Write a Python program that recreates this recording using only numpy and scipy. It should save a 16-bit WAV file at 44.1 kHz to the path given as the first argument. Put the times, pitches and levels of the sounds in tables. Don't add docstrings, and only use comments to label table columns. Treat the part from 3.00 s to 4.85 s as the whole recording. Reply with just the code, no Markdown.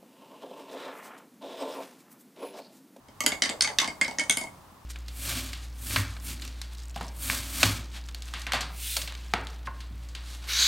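import sys
import numpy as np
from scipy import signal
from scipy.fft import rfft, irfft, next_fast_len
from scipy.io import wavfile

SR = 44100
rng = np.random.default_rng(int(sys.argv[2]) if len(sys.argv) > 2 else 0)


def output_pcm(signal):
    pcm = np.clip(np.atleast_2d(signal).T, -1, 1) * 32767
    wavfile.write(sys.argv[1], SR, np.round(pcm).astype(np.int16))


N = 81585

# (frequency [Hz], level [dB])
HUM_SPECTRUM = [(20, -19), (40, -9.5), (90, -3.5), (220, -8.5), (450, -16.5), (750, -12.5), (1060, -9.5),
                (1450, -20), (2300, -26), (16000, -33)]
# (time [s], level [dB])
HUM_FADE = [(0, -58.5), (.3, -50.5), (1.4, -50.5), (1.85, -54.5)]
# (frequency [Hz], side over mid [dB])
DIFFUSE_WIDTH = [(60, -21), (280, -7.5), (700, -5.5), (4000, -3.5), (15000, -12.5)]
# (frequency [Hz], t60 [s])
ROOM_DECAY = [(100, 0.42), (300, 0.59), (1000, 0.33), (2200, 0.2), (3500, 0.21), (9000, 0.31),
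              (15000, 0.18)]
# (frequency [Hz], level [dB])
ROOM_SPECTRUM = [(100, -8.5), (400, 1.5), (1500, 9.5), (4000, 3), (9000, 0), (15000, 6)]
# (delay [s], level [dB], pan [positive is left])
REFLECTIONS = [(.0046, -18.5, 1), (0.0118, -14.5, 0.58), (0.0165, -18, -1.2), (.0159, -23, 0.26),
               (0.0277, -35, 0.094)]
# (time [s], length [s], level [dB], resonance [Hz])
PEG_RUBS = [(0.49, 0.085, -43, 560), (0.655, 0.09, -43.5, 846), (0.693, 0.04, -45, 580),
            (0.812, 0.042, -36, 990), (1.078, 0.067, -50, 680)]
# (frequency [Hz], level [dB], t60 [s])
LADDER_MODES = [(201, -6, 0.12), (315.5, -0.5, 0.063), (435, -8.5, 0.084), (547.7, 3, 0.049),
                (644, 1.5, 0.068), (779, 5.5, 0.035), (919, 6.5, 0.036)]
# (frequency [Hz], level [dB], t60 [s])
WOOD_MODES = [(1151, -6, 0.06), (2063, -1, 0.065), (3100, -0.5, 0.049), (3643, -1, 0.02), (4632, 8, 0.023),
              (5140, -3.5, 0.046), (6074, -22, 0.0098), (7956, 7.5, 0.0081)]
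# (frequency [Hz], level [dB])
CRACK_SPECTRUM = [(500, -16), (900, -16.5), (1700, 1.5), (2600, -1), (4200, -0.5), (5600, -11.5),
                  (7500, -2.5), (9500, -10.5), (12000, -6), (16000, -57)]
# (time [s], clack [dB], ladder knock [dB], figure ring [dB], treble [dB])
LIGHT_TAPS = [(.0843, -56.5, 4, -11.5, -4), (0.237, -42, 5, -19, 2.5), (.3197, -31.5, -4.5, 2, -3.5),
              (.4355, -26.5, -17, -27, -8), (.458, -31.5, -8, -20, -5), (.492, -30.5, -10.5, -8.5, -9),
              (.4965, -35.5, -2.5, -3, 3.5), (.645, -30.5, -14, 1.5, -11), (.674, -29, -17.5, -13, -9.5),
              (.7995, -25, -40, -36, -8.5), (.8155, -32, -5.5, -8, -1.5), (.844, -31.5, -9.5, -11, -7.5),
              (.876, -34.5, -2, -0.5, -1), (1.046, -33, -12.5, -1, -12), (1.0797, -38, 0.5, 2, -2),
              (1.111, -44.5, 3.5, -26, -2), (1.195, -30, -12, 2.5, 1), (1.211, -41, 1, -16, -4),
              (1.3085, -38, -35, -6, 14.5), (1.412, -40.5, 1.5, 0, 3), (1.437, -47, 4, 2.5, 4),
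              (1.468, -56.5, 3.5, 10.5, -3)]
HARD_CLACKS = [ (0.2052, -28.5, -14, -4.5, 0.5, -8.5, 4, 1171, 1990, 4560, 6490),
               (0.2628, -19, -11.5, -31, 1, -7, 5, 2050, 3086, 4590, 6980),
               (0.4206, -19.5, -18, -13.5, -4, -46, 3, 3106, 4580, 4850, 5840),
               (0.608, -18.5, -31, -33, -3, -43, 6, 4280, 4720, 5220, 8750),
               (0.6212, -24.5, -19.5, -21, 4.5, -33, 0.5, 4460, 4760, 6250, 9060),
               (0.7854, -16.5, -26, -27, -8.5, -23.5, 1.5, 3514, 3800, 4544, 6090),
               (1.0127, -22.5, -13, -1.5, -3, -30, 0.5, 2058, 3244, 3580, 7680),
               (1.185, -28, -10, -6.5, 0, -44, 7.5, 1828, 5230, 5880, 6640),
               (1.2962, -21, -15.5, -5, 1, -4.5, 7.5, 3285, 3580, 6190, 9150),
               (1.3707, -31, -7.5, 0.5, 4, 0, 0, 3046, 7200, 8930, 9680)]

RING_HZ, RING_T60_S, RING_RISE_S, RING_SPREAD_HZ = 2188.3, 0.059, 0.0054, 14.5
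THUMP_HZ, THUMP_T60_S, THUMP_DB = 265, 0.033, 11
CLACK_RISE_S, KNOCK_RISE_S, CRACK_T60_S = 0.00037, 0.0044, 0.021
SNAP_DB, SNAP_HZ = 5.5, 5900
BODY_TOP_HZ, TREBLE_TOP_HZ, EDGE_HZ = 5720, 9900, 9460
FAVOUR_T60_S, FAVOUR_HZ = 0.038, 2850
CHATTER_DB, CHATTER_DELAYS_S, CHATTER_COUNT = -9.5, (0.007, 0.042), 12


def amp(db):
    return 10 ** (np.asarray(db) / 20)


def unit(x, first=None):
    return x / np.sqrt(np.mean(x[:first] ** 2) + 1e-20)


def along(points, hz):
    f, v = np.transpose(points)
    return np.interp(np.log(hz + 1), np.log(f + 1), v)


def coloured(x, spectrum):
    return irfft(rfft(x) * amp(along(spectrum, np.fft.rfftfreq(len(x), 1 / SR))), len(x))


def noise(spectrum, size):
    return unit(coloured(rng.standard_normal(size), spectrum))


def band(x, hz, kind, order=4):
    return signal.sosfilt(signal.butter(order, hz, kind, fs=SR, output='sos'), x)


def onset(t, rise_s):
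    return 1 - np.exp(-(t / rise_s) ** 2)


def spread(mid, side):
    side = coloured(side, DIFFUSE_WIDTH)
    return np.array([mid + side, mid - side])


def hum():
    level_db = np.interp(np.arange(N) / SR, *np.transpose(HUM_FADE))
    return amp(level_db) * spread(noise(HUM_SPECTRUM, N), noise(HUM_SPECTRUM, N))


def room(x, tail_db=-6.5, tail_rise_s=0.0026):
    hz, t, spectra = signal.stft(rng.standard_normal((2, SR // 3)), SR, nperseg=256)
    decay = amp(along(ROOM_SPECTRUM, hz)[:, None] - 60 * t / along(ROOM_DECAY, hz)[:, None])
    tail = signal.istft(spectra * decay, SR, nperseg=256)[1]
    tail *= onset(np.arange(tail.shape[1]) / SR, tail_rise_s)
    response = spread(*(amp(tail_db) * tail / np.linalg.norm(tail[0])))
    response[:, 0] += 1
    for delay_s, db, pan in REFLECTIONS:
        response[:, round(delay_s * SR)] += amp(db) * np.array([1 + pan, 1 - pan])
    return signal.fftconvolve(x[None], response, axes=1)[:, :N]


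def rubs(width_hz=260):
    out = np.zeros(N)
    for start_s, length_s, db, hz in PEG_RUBS:
        n = int(length_s * SR)
        friction = rng.standard_normal(SR // 4)
        scrape = band(friction, [hz - width_hz / 2, hz + width_hz / 2], 'band', order=2)[-n:]
        out[round(start_s * SR):][:n] += amp(db) * unit(scrape * signal.windows.tukey(n))
    return out


def ringing(modes, t, scatter_db=0, detune=0):
    out = np.zeros(len(t))
    for (hz, db, t60), (louder, sharper, phase) in zip(modes, rng.standard_normal((len(modes), 3))):
        line_width_hz = 0.008 * hz
        wander = np.cumsum(rng.standard_normal(len(t))) * np.sqrt(2 * np.pi * line_width_hz / SR)
        cycles = hz * (1 + detune * sharper) * t + phase
        out += amp(db + scatter_db * louder - 60 * t / t60) * np.sin(2 * np.pi * cycles + wander)
    return out


def ladder_knock(t):
    thump = amp(THUMP_DB - 60 * t / THUMP_T60_S) * np.sin(2 * np.pi * THUMP_HZ * t)
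    modes = ringing(LADDER_MODES, t, scatter_db=2.5, detune=0.026)
    return unit((thump + modes) * onset(t, KNOCK_RISE_S), first=750)


def figure_ring(t):
    tone = ringing([(RING_HZ, 0, RING_T60_S)], t, detune=RING_SPREAD_HZ / RING_HZ)
    return unit(tone * (1 - np.exp(-t / RING_RISE_S)), first=617)


def chattering(x):
    when, size = rng.random((2, CHATTER_COUNT))
    delays = np.round(SR * np.interp(when, [0, 1], CHATTER_DELAYS_S)).astype(int)
    repeats = np.bincount(delays, (2 * size - 1) * np.exp(-when))
    return x + amp(CHATTER_DB) * signal.fftconvolve(x, repeats / np.linalg.norm(repeats))[:len(x)]


def clack(t, treble_db, edge_db, favour_db, favoured_hz):
    attack = 308
    favoured_modes = [(hz, 0, FAVOUR_T60_S * FAVOUR_HZ / hz) for hz in favoured_hz]
    crack = unit(noise(CRACK_SPECTRUM, len(t)) * amp(-60 * t / CRACK_T60_S), attack)
    wood = unit(ringing(WOOD_MODES, t, scatter_db=3.5, detune=0.0056), attack)
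    favoured = unit(ringing(favoured_modes, t), attack)
    blow = (amp(-0.5) * crack + amp(-1.5) * wood + amp(favour_db) * favoured) * onset(t, CLACK_RISE_S)
    body = unit(band(blow, BODY_TOP_HZ, 'low'), attack)
    treble = unit(band(blow, [BODY_TOP_HZ, TREBLE_TOP_HZ], 'band'), attack)
    edge = unit(band(blow, EDGE_HZ, 'high'), attack)
    pulse = amp(SNAP_DB) * signal.unit_impulse(len(t), round(2 * CLACK_RISE_S * SR))
    snap = band(pulse, [SNAP_HZ, 2 * SNAP_HZ], 'band', order=1)
    return snap + body + amp(treble_db) * treble + amp(edge_db) * edge


def arrival(start_s, db, knock_db, ring_db, treble_db, edge_db, favour_db, *favoured_hz):
    t = np.arange(SR // 5) / SR
    hit = amp(ring_db) * figure_ring(t) + amp(knock_db) * ladder_knock(t)
    hit += chattering(clack(t, treble_db, edge_db, favour_db, favoured_hz))
    return np.pad(room(amp(db) * hit), ((0, 0), (round(start_s * SR), N)))[:, :N]


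def tumbling_figure(tap_favour_db=-6):
    out = sum(arrival(*row) for row in HARD_CLACKS)
    for start_s, db, knock_db, ring_db, treble_db in LIGHT_TAPS:
        favoured_hz = rng.uniform(2825, 9560, size=4)
        edge_db = treble_db - 24
        out += arrival(start_s, db, knock_db, ring_db, treble_db, edge_db, tap_favour_db, *favoured_hz)
    return out


def scene():
    return (tumbling_figure() + room(rubs())) * amp([[-1.3], [-0.6]]) + hum()


def record(dry):
    top_hz = 15900
    size = next_fast_len(N + SR // 2)
    return irfft(rfft(dry, size) * (np.fft.rfftfreq(size, 1 / SR) < top_hz), size)[:, :N]


dry = scene()
out = record(dry)
output_pcm(out)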